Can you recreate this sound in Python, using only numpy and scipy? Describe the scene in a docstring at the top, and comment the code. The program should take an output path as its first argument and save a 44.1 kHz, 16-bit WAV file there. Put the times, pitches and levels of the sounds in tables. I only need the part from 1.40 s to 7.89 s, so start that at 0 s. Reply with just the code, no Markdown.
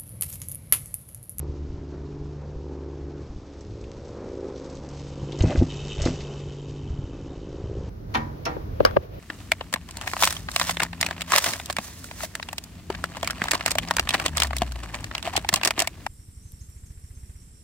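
"""Bicycle jump off a loose board

A bicycle rolls down a leafy lawn (random grains and cracks), thuds over a loose wooden board (pushes and clicks
into ringing modes), coasts through the air with its freewheel ticking (snaps into hub modes) and lands. A far
piston engine drones in firing pulses, doubled by an echo; lumpy low noise is wind on the microphone, over hiss."""
import sys
import numpy as np
from scipy import signal
from scipy.fft import rfft, irfft, next_fast_len
from scipy.io import wavfile
from scipy.ndimage import uniform_filter1d

SR = 44100
rng = np.random.default_rng(int(sys.argv[2]) if len(sys.argv) > 2 else 0)


def int16_out(signal):
    """Quantize to a 16-bit WAV file."""
    q = np.round(np.clip(np.atleast_2d(signal).T, -1, 1) * 32767)
    wavfile.write(sys.argv[1], SR, q.astype(np.int16))


N = 286364   # length [samples]


def from_db(db):
    """Decibels to an amplitude factor."""
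    return 10 ** (np.asarray(db) / 20)


def rms_one(x):
    """Scales x to an rms of 1."""
    return x / np.sqrt(np.mean(x ** 2) + 1e-20)


def white():
    """White noise over the whole scene."""
    return rng.standard_normal(N)


def in_time(rows):
    """Columns of a curve table, one value per sample."""
    s, *columns = np.transpose(rows)
    return [np.interp(np.arange(N) / SR, s, c) for c in columns]


def drift(rate_hz):
    """Slow random wandering of rms 1: low-passed noise, computed at every 40th sample."""
    r = np.exp(-80 * np.pi * rate_hz / SR)
    slow = signal.lfilter([1], [1, -2 * r, r * r], rng.standard_normal(N // 40 + 2002))
    slow = slow[2000:]   # skips the filter's start
    return np.interp(np.arange(N) / 40, np.arange(len(slow)), rms_one(slow))


def ring(x, hz, t60):
    """A decaying resonance: a unit click sets a sine of height 1 ringing, 60 dB down after t60 seconds."""
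    r, w = from_db(-60 / (t60 * SR)), 2 * np.pi * hz / SR
    return signal.lfilter([0, np.sin(w)], [1, -2 * r * np.cos(w), r * r], x + 1e-18)


def band(x, low_hz, high_hz, order=2):
    """Band-pass filter."""
    sos = signal.butter(order, [low_hz, min(high_hz, .45 * SR)], "band", fs=SR, output="sos")
    return signal.sosfilt(sos, x)


def coloured(x, spectrum):
    """Shapes x by a spectrum table (frequency [Hz], relative density [dB per Hz]); rms 1."""
    hz, db = np.transpose(spectrum)
    size = next_fast_len(N)
    grid = np.maximum(np.arange(size // 2 + 1) * SR / size, 1)
    gain = from_db(np.interp(np.log(grid), np.log(hz), db))
    return rms_one(irfft(rfft(x, size) * gain, size)[:N])


# Colour of the steady hiss: (frequency [Hz], relative density [dB per Hz])
HISS_SPECTRUM = [(590, -33), (1000, -14.5), (1180, -13), (1430, -13), (2090, -12), (2270, -10),
                 (5830, -11.5), (7380, -17.5), (8770, -30), (11400, -70.5), (19300, -120)]


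def air():
    """Broad hiss whose level wavers slightly."""
    return coloured(white(), HISS_SPECTRUM) * from_db(-63 + 1.1 * drift(30))


# Engine in stretches: (time [s], 4th order level [dB], 8th order level [dB],
# levels of the three exhaust bands [dB], gas puff level [dB])
ENGINE_LEVELS = [
    [(0.0, -31, -37.5, -45, -41.5, -47.5, -52), (0.268, -38, -48.5, -45, -49, -63.5, -77),
     (0.826, -41.5, -38.5, -46.5, -43.5, -69, -61), (1.038, -39, -40, -59, -52.5, -51, -68),
     (1.322, -37.5, -46, -43, -41.5, -51, -53.5), (1.82, -43, -42.5, -47, -44.5, -56.5, -74)],
    [(1.84, -43, -48, -55.5, -52, -51, -69), (1.9, -48, -55, -49.5, -58.5, -62, -62),
     (2.45, -48, -63, -50, -45, -50, -99), (2.59, -47, -50, -57, -53.5, -47.5, -62),
     (3.04, -51, -53.5, -44, -36.5, -41, -62), (3.55, -44, -41.5, -49.5, -64, -49.5, -57.5),
     (3.95, -45, -37, -45, -40.5, -47, -55.5)],
    [(4.28, -42, -38, -37, -46.5, -54, -56), (4.464, -65, -35.5, -59, -48, -50, -62),
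     (4.55, -40, -40.5, -47, -43.5, -51.5, -61)],
    [(4.78, -49, -38.5, -58.5, -45, -48, -61), (5.418, -61, -38, -42.5, -48, -52.5, -60),
     (5.518, -48, -39, -50.5, -47.5, -69, -68), (5.664, -59, -45.5, -45, -50.5, -54.5, -71),
     (6.38, -49, -47.5, -51, -42, -44, -64), (6.49, -46, -41, -50, -68, -47, -55)],
]
# Engine speed: (time [s], speed [cycles per s])
ENGINE_SPEED = [(0, 18.17), (1.2, 18.13), (1.82, 18.07), (1.84, 17.81), (3.3, 17.79), (3.7, 17.75),
                (6.49, 17.73)]
# Echo of the engine off a far surface: (time [s], delay [ms])
ENGINE_ECHO = [(0, 23.2), (.45, 22.8), (.8, 21.4), (1.2, 22.4), (1.6, 23.1), (1.82, 23.4), (1.95, 24.3),
               (2.2, 24.0), (2.8, 23.1), (3.3, 22.4), (3.8, 20.8), (4.4, 19.8), (5.0, 19.6), (5.4, 19.5),
               (5.8, 18.2), (6.2, 17.7), (6.49, 17.4)]
# Exhaust resonances: (centre [Hz], half width at 1/e [Hz])
EXHAUST_BANDS = [(290, 46), (385, 59.7), (510, 83)]
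# Colour of engine and distance noise: (frequency [Hz], relative density [dB per Hz])
ROAR_SPECTRUM = [(120, -30), (180, -4), (350, -6), (550, -11), (650, -13), (900, -15), (1400, -22),
                 (2500, -34), (3300, -60)]
# Swell of that noise: (time [s], relative level [dB])
ROAR_LEVELS = [(0.0, -61.5), (2.64, -61.5), (2.86, -56.5), (3.87, -61), (4.12, -57), (4.32, -59),
               (4.55, -60), (4.74, -55.5), (5.48, -63), (6.49, -58)]
SECOND_FIRING, PULSE_WIDTH = .262, .004   # delay after the first firing, half width at 1/e [cycles]
A_FIRING_S = 2.8625   # a moment when the first firing falls [s]


def engine():
    """Two uneven firings a cycle, echoed, excite exhaust bands; two sine orders, gas puffs and roar join them."""
    fourth_db, eighth_db, *bands_db, puff_db = in_time(np.vstack(ENGINE_LEVELS))
    turns = np.cumsum(in_time(ENGINE_SPEED)[0]) / SR
    turns -= turns[round(A_FIRING_S * SR)]
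    fourth = from_db(fourth_db) * np.sin(8 * np.pi * turns)
    eighth = from_db(eighth_db) * np.sin(16 * np.pi * turns)
    orders = np.sqrt(2) * (fourth + eighth)   # table levels are rms

    def firing(at):
        from_centre = (turns - at + .5) % 1 - .5
        return np.exp(-(from_centre / PULSE_WIDTH) ** 2)

    pulses = (firing(0) + 0.79 * firing(SECOND_FIRING)) * from_db(0.63 * drift(16))
    late = np.arange(N) - in_time(ENGINE_ECHO)[0] * SR / 1000
    pulses += 0.93 * np.interp(late, np.arange(N), pulses)

    size = next_fast_len(N)
    spectrum, grid = rfft(pulses, size), np.arange(size // 2 + 1) * SR / size
    bands = []
    for hz, half_width in EXHAUST_BANDS:
        resonance = np.exp(-((grid - hz) / half_width) ** 2)
        bands.append(rms_one(irfft(-spectrum * resonance, size)[:N]))
    exhaust = sum(from_db(db) * x for x, db in zip(bands, bands_db))

    # turbulent gas follows the top exhaust band
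    puffs = band(white() * (np.abs(bands[2]) + 0.33), 714, 1033)
    roar_db = in_time(ROAR_LEVELS)[0] + 12.0 + 1.83 * drift(5.2)
    roar = coloured(white(), ROAR_SPECTRUM) * from_db(roar_db)
    return orders + exhaust + from_db(puff_db) * rms_one(puffs) + roar


# Colour of the wind: (frequency [Hz], relative density [dB per Hz])
WIND_SPECTRUM = [(12, -40), (20, -10), (70, -5), (88, -8.5), (108, -5.5), (135, -13.5), (220, -15),
                 (290, -66), (480, -120)]
# Gusts in stretches: (time [s], relative level [dB])
GUST_LEVELS = [
    [(0.0, -45.5), (0.33, -35), (0.46, -44.5), (0.78, -41.5), (1.08, -41.5), (1.15, -48), (1.42, -48.5),
     (1.98, -39), (2.12, -49), (2.33, -40.5), (3.4, -46.5), (3.51, -43), (3.73, -42), (3.95, -36)],
    [(4.28, -39), (4.338, -35), (4.55, -38)],
    [(4.78, -37.5), (5.112, -40), (5.164, -44.5), (5.508, -34.5), (5.788, -40), (6.018, -38), (6.49, -33)],
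]
# Dull low bumps: (time [s], relative level [dB], pitch [Hz])
WIND_BUMPS = [(0.094, -28, 82), (0.124, -34, 64), (0.206, -31, 86.1), (0.299, -31, 53.8), (0.342, -29, 81),
              (0.811, -31.5, 59.2), (1.161, -26.5, 60.6), (1.899, -31, 54.5), (1.959, -32, 51.1),
              (2.34, -37, 66), (3.829, -26, 140), (5.079, -33, 68), (5.503, -23.5, 67.3),
              (5.589, -21.5, 113), (5.641, -28.5, 108), (6.24, -26, 109), (6.381, -28, 61.9)]


def wind():
    """Light wind buffets the microphone: lumpy low noise, and single dull bumps of two dying cycles."""
    gust_db = in_time(np.vstack(GUST_LEVELS))[0] - 1.0 + 1.46 * drift(8.5)
    out = coloured(white(), WIND_SPECTRUM) * from_db(gust_db)
    for s, db, hz in WIND_BUMPS:
        cycles = np.arange(int(2 * SR / hz)) * hz / SR
        at = round(s * SR)
        bump = np.sin(2 * np.pi * cycles) * np.exp(-1.2 * cycles)
        out[at:at + len(cycles)] -= 1.62 * from_db(db) * bump
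    return out


# Colour of the leaf rustle: (frequency [Hz], relative density [dB per Hz])
RUSTLE_SPECTRUM = [(710, -29.5), (1200, -9.5), (1630, -17.5), (1880, -12.5), (2240, -12), (6080, -10),
                   (7240, -15.5), (8770, -15.5), (11400, -57.5), (19300, -120)]
# Tyres rustling in grass and leaves: (time [s], level [dB])
RUSTLE_LEVELS = [(1.8, -66.5), (3.07, -60), (3.48, -56), (3.95, -55.5), (4.1, -47), (4.57, -49.5),
                 (4.66, -41), (4.9, -55.5), (5.57, -65), (6.49, -63.5)]
# Leaves and grit cracking: (time [s], relative level [dB], tail centre [Hz], tail t60 [s])
LEAF_CRACKS = [(2.208, -40, 5860, 0.078), (2.4124, -44, 5550, 0.081), (2.4403, -38, 2400, 0.055),
               (2.6817, -44, 5730, 0.079), (3.1602, -40, 4060, 0.082), (3.1794, -42, 4060, 0.076),
               (3.245, -40, 5060, 0.07), (3.2984, -38, 5410, 0.084), (3.353, -39, 5925, 0.077),
               (3.437, -46, 5200, 0.07), (3.489, -36, 6300, 0.07), (3.5386, -44, 5220, 0.07),
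               (3.681, -38, 7000, 0.081), (3.921, -25.5, 3226, 0.064), (3.9505, -39, 3200, 0.07),
               (3.9885, -28.5, 5760, 0.07), (4.0067, -17.5, 2800, 0.044), (4.0227, -21.5, 5450, 0.07),
               (4.0706, -36, 3100, 0.07), (4.1051, -23.5, 2700, 0.058), (4.1746, -28, 4800, 0.1),
               (4.1894, -28, 2640, 0.077), (4.2946, -42, 3060, 0.07), (4.6189, -18, 6050, 0.077),
               (4.644, -28, 4640, 0.07), (4.6542, -17.5, 4700, 0.085), (4.8055, -30, 2780, 0.086),
               (5.003, -39, 2616, 0.07)]


def tyres():
    """Dense small grains while rolling, and single cracks: a snap, then noise that dies."""
    grain_chance = 3000 * from_db(3.0 * drift(25)) / SR   # about 3000 a second
    grains = (rng.random(N) < grain_chance) * from_db(2.06 * rng.exponential(1, N))
    rustle = coloured(grains * white(), RUSTLE_SPECTRUM)
    out = rustle * from_db(in_time([(1.79, -88)] + list(RUSTLE_LEVELS))[0])
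    t = np.arange(SR // 8) / SR
    for s, db, hz, t60 in LEAF_CRACKS:
        burst = rng.standard_normal(len(t))
        snap = band(burst, 1200, 9000, order=1) * from_db(-60 * t / .008)   # gone in 8 ms
        tail = rms_one(band(burst, hz / 1.45, hz * 1.45)) * from_db(-60 * t / t60)
        out[round(s * SR):][:len(t)] += from_db(db - 8.0) * (1.3 * snap + 0.58 * tail)
    return out


# Freewheel loudness: (time [s], relative level [dB])
FREEWHEEL_LEVELS = [(3.5, -66), (3.81, -60), (4.0, -52.5), (4.01, -41), (4.02, -58), (4.05, -53.5),
                    (4.12, -50.5), (4.27, -66), (4.3, -45.5), (4.47, -49), (4.52, -39), (4.54, -45.5),
                    (4.66, -45), (4.7, -50.5), (5.29, -59), (6.49, -66)]
# Ratchet rate: (time [s], rate [ticks per s])
TICK_RATE = [(0, 100), (4.3, 100.6), (5.1, 101), (5.5, 93), (6.04, 80), (6.49, 72)]
# Hub resonances: (frequency [Hz], relative level [dB], t60 [s])
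HUB_MODES = [(2000, -24, 0.0094), (2626, -3, 0.03), (2924, -2.5, 0.021), (3050, 4.5, 0.015),
             (3690, -3.5, 0.026), (5030, -14.5, 0.0081), (5940, -11, 0.02), (6700, -7, 0.016),
             (7330, -5, 0.011)]
A_TICK_S = 4.5115   # a tick falls near here [s]


def freewheel():
    """Pawls snap over the ratchet: short noisy scrapes strike hub modes whose strengths drift."""
    teeth = np.cumsum(in_time(TICK_RATE)[0]) / SR
    teeth += .04 * drift(40) - teeth[round(A_TICK_S * SR)]   # slightly uneven ticks
    from_tooth = (teeth + .5) % 1 - .5
    snaps = np.exp(-from_tooth ** 2 / .09 ** 2) + .17   # .17: looser rattle between the snaps
    rings = np.zeros(N)
    for hz, db, t60 in HUB_MODES:
        rings += from_db(db + 2.1 * drift(20)) * ring(snaps * white(), hz, t60)
    running_rms = np.sqrt(uniform_filter1d(rings ** 2, size=SR // 10) + 1e-12)   # over 0.1 s
    level_db, = in_time([(3.45, -87.5)] + list(FREEWHEEL_LEVELS))
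    return rings / running_rms * from_db(level_db + 1.0)


# Tread knobs and grit under load, first board then ground: (time [s], relative level [dB])
CLATTER_LEVELS = [
    [(3.97, -63), (3.99, -48), (4.01, -36.5), (4.03, -45), (4.045, -31), (4.07, -38.5), (4.10, -37.5),
     (4.12, -31.5), (4.145, -39.5), (4.18, -35.5), (4.2, -46), (4.22, -37), (4.25, -56), (4.28, -65)],
    [(4.58, -51.5), (4.61, -39.5), (4.65, -43), (4.665, -27), (4.69, -41), (4.72, -50), (4.85, -61)],
]
# Short woody resonances: (frequency [Hz], relative level [dB], t60 [s])
WOODY_MODES = [(617, 8, 0.024), (850, -2, 0.017), (1220, -5, .015), (1570, -2.5, 0.0099), (2020, -7, 0.025),
               (2580, -7, 0.016)]


def clatter():
    """Dense uneven clicks into short woody modes while a wheel bears down."""
    clicks = (rng.random(N) < 1200 / SR) * from_db(2.7 * rng.exponential(1, N))   # about 1200 a second
    rings = sum(from_db(db) * ring(clicks * white(), hz, t60) for hz, db, t60 in WOODY_MODES)
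    board, ground = CLATTER_LEVELS
    between = [(4.3, -90), (4.55, -95)]
    level_db, = in_time([(3.95, -88)] + list(board) + between + list(ground) + [(4.9, -84)])
    return rms_one(rings) * from_db(level_db + 2.0)


# Tyre blows on board and ground: (time [s], relative level [dB], contact pitch [Hz], direction [+1 or -1])
TYRE_BLOWS = [(3.985, -35, 249, -1), (4.007, -9.5, 80, 1), (4.037, -13.5, 296, -1), (4.045, -8.5, 148, -1),
              (4.071, -15.5, 156, -1), (4.099, -22, 354, 1), (4.151, -20.5, 290, 1), (4.176, -11, 70, 1),
              (4.192, -9, 90, 1), (4.213, -15.5, 296, -1), (4.221, -9, 221, -1), (4.584, -23, 89, 1),
              (4.611, -18, 69, 1), (4.641, -19.5, 49.7, -1), (4.66, -15.5, 308, -1), (4.682, -19.5, 280, 1),
              (4.705, -23.5, 184, 1), (4.725, -25.5, 153, -1)]
# Resonances that every blow drives: (frequency [Hz], relative level [dB], t60 [s])
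BOARD_MODES = [(44.8, -11, 0.13), (69.6, -1, 0.069), (104, 2.5, 0.072), (162.3, -0.5, 0.083),
               (263.4, 1.5, 0.074), (335.6, 6.5, 0.032), (493, 1, 0.048), (770, 2.5, 0.11),
               (1150, -39, .04)]


def blows():
    """Each contact is one push and release; its length decides which modes it reaches."""
    push = np.zeros(N)
    for s, db, hz, direction in TYRE_BLOWS:
        cycle = np.arange(int(SR / hz)) * hz / SR
        contact = np.sin(2 * np.pi * cycle) * np.sin(np.pi * cycle)
        contact *= hz / SR   # long contacts push no harder in total
        push[round(s * SR):][:len(cycle)] += np.sign(direction) * from_db(db) * contact
    return 2.41 * sum(from_db(db) * ring(push, hz, t60) for hz, db, t60 in BOARD_MODES)


def scene():
    """All layers summed, the same in both channels."""
    mix = air() + engine() + wind() + tyres() + freewheel() + clatter() + blows()
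    return np.array([mix, mix])


CUTOFF_HZ = 9700   # 60 dB down from here up


def record(dry):
    """Close microphones: alike except from 3 to 6 kHz, where scattered sound differs; peaks rounded, top cut."""
    treble = signal.hilbert(band(dry[0], 3050, 6100, order=6), next_fast_len(N))[:N]
    side = np.real(treble * np.exp(3j * drift(60)))   # scattering: the phase wanders quickly
    side = from_db(-8) * band(side, 3050, 6400, order=4)
    wide = .5 * np.tanh(dry / .5) + side * [[1], [-1]]
    return signal.sosfilt(signal.cheby2(10, 60, CUTOFF_HZ, fs=SR, output="sos"), wide)


dry = scene()
out = record(dry)
int16_out(out)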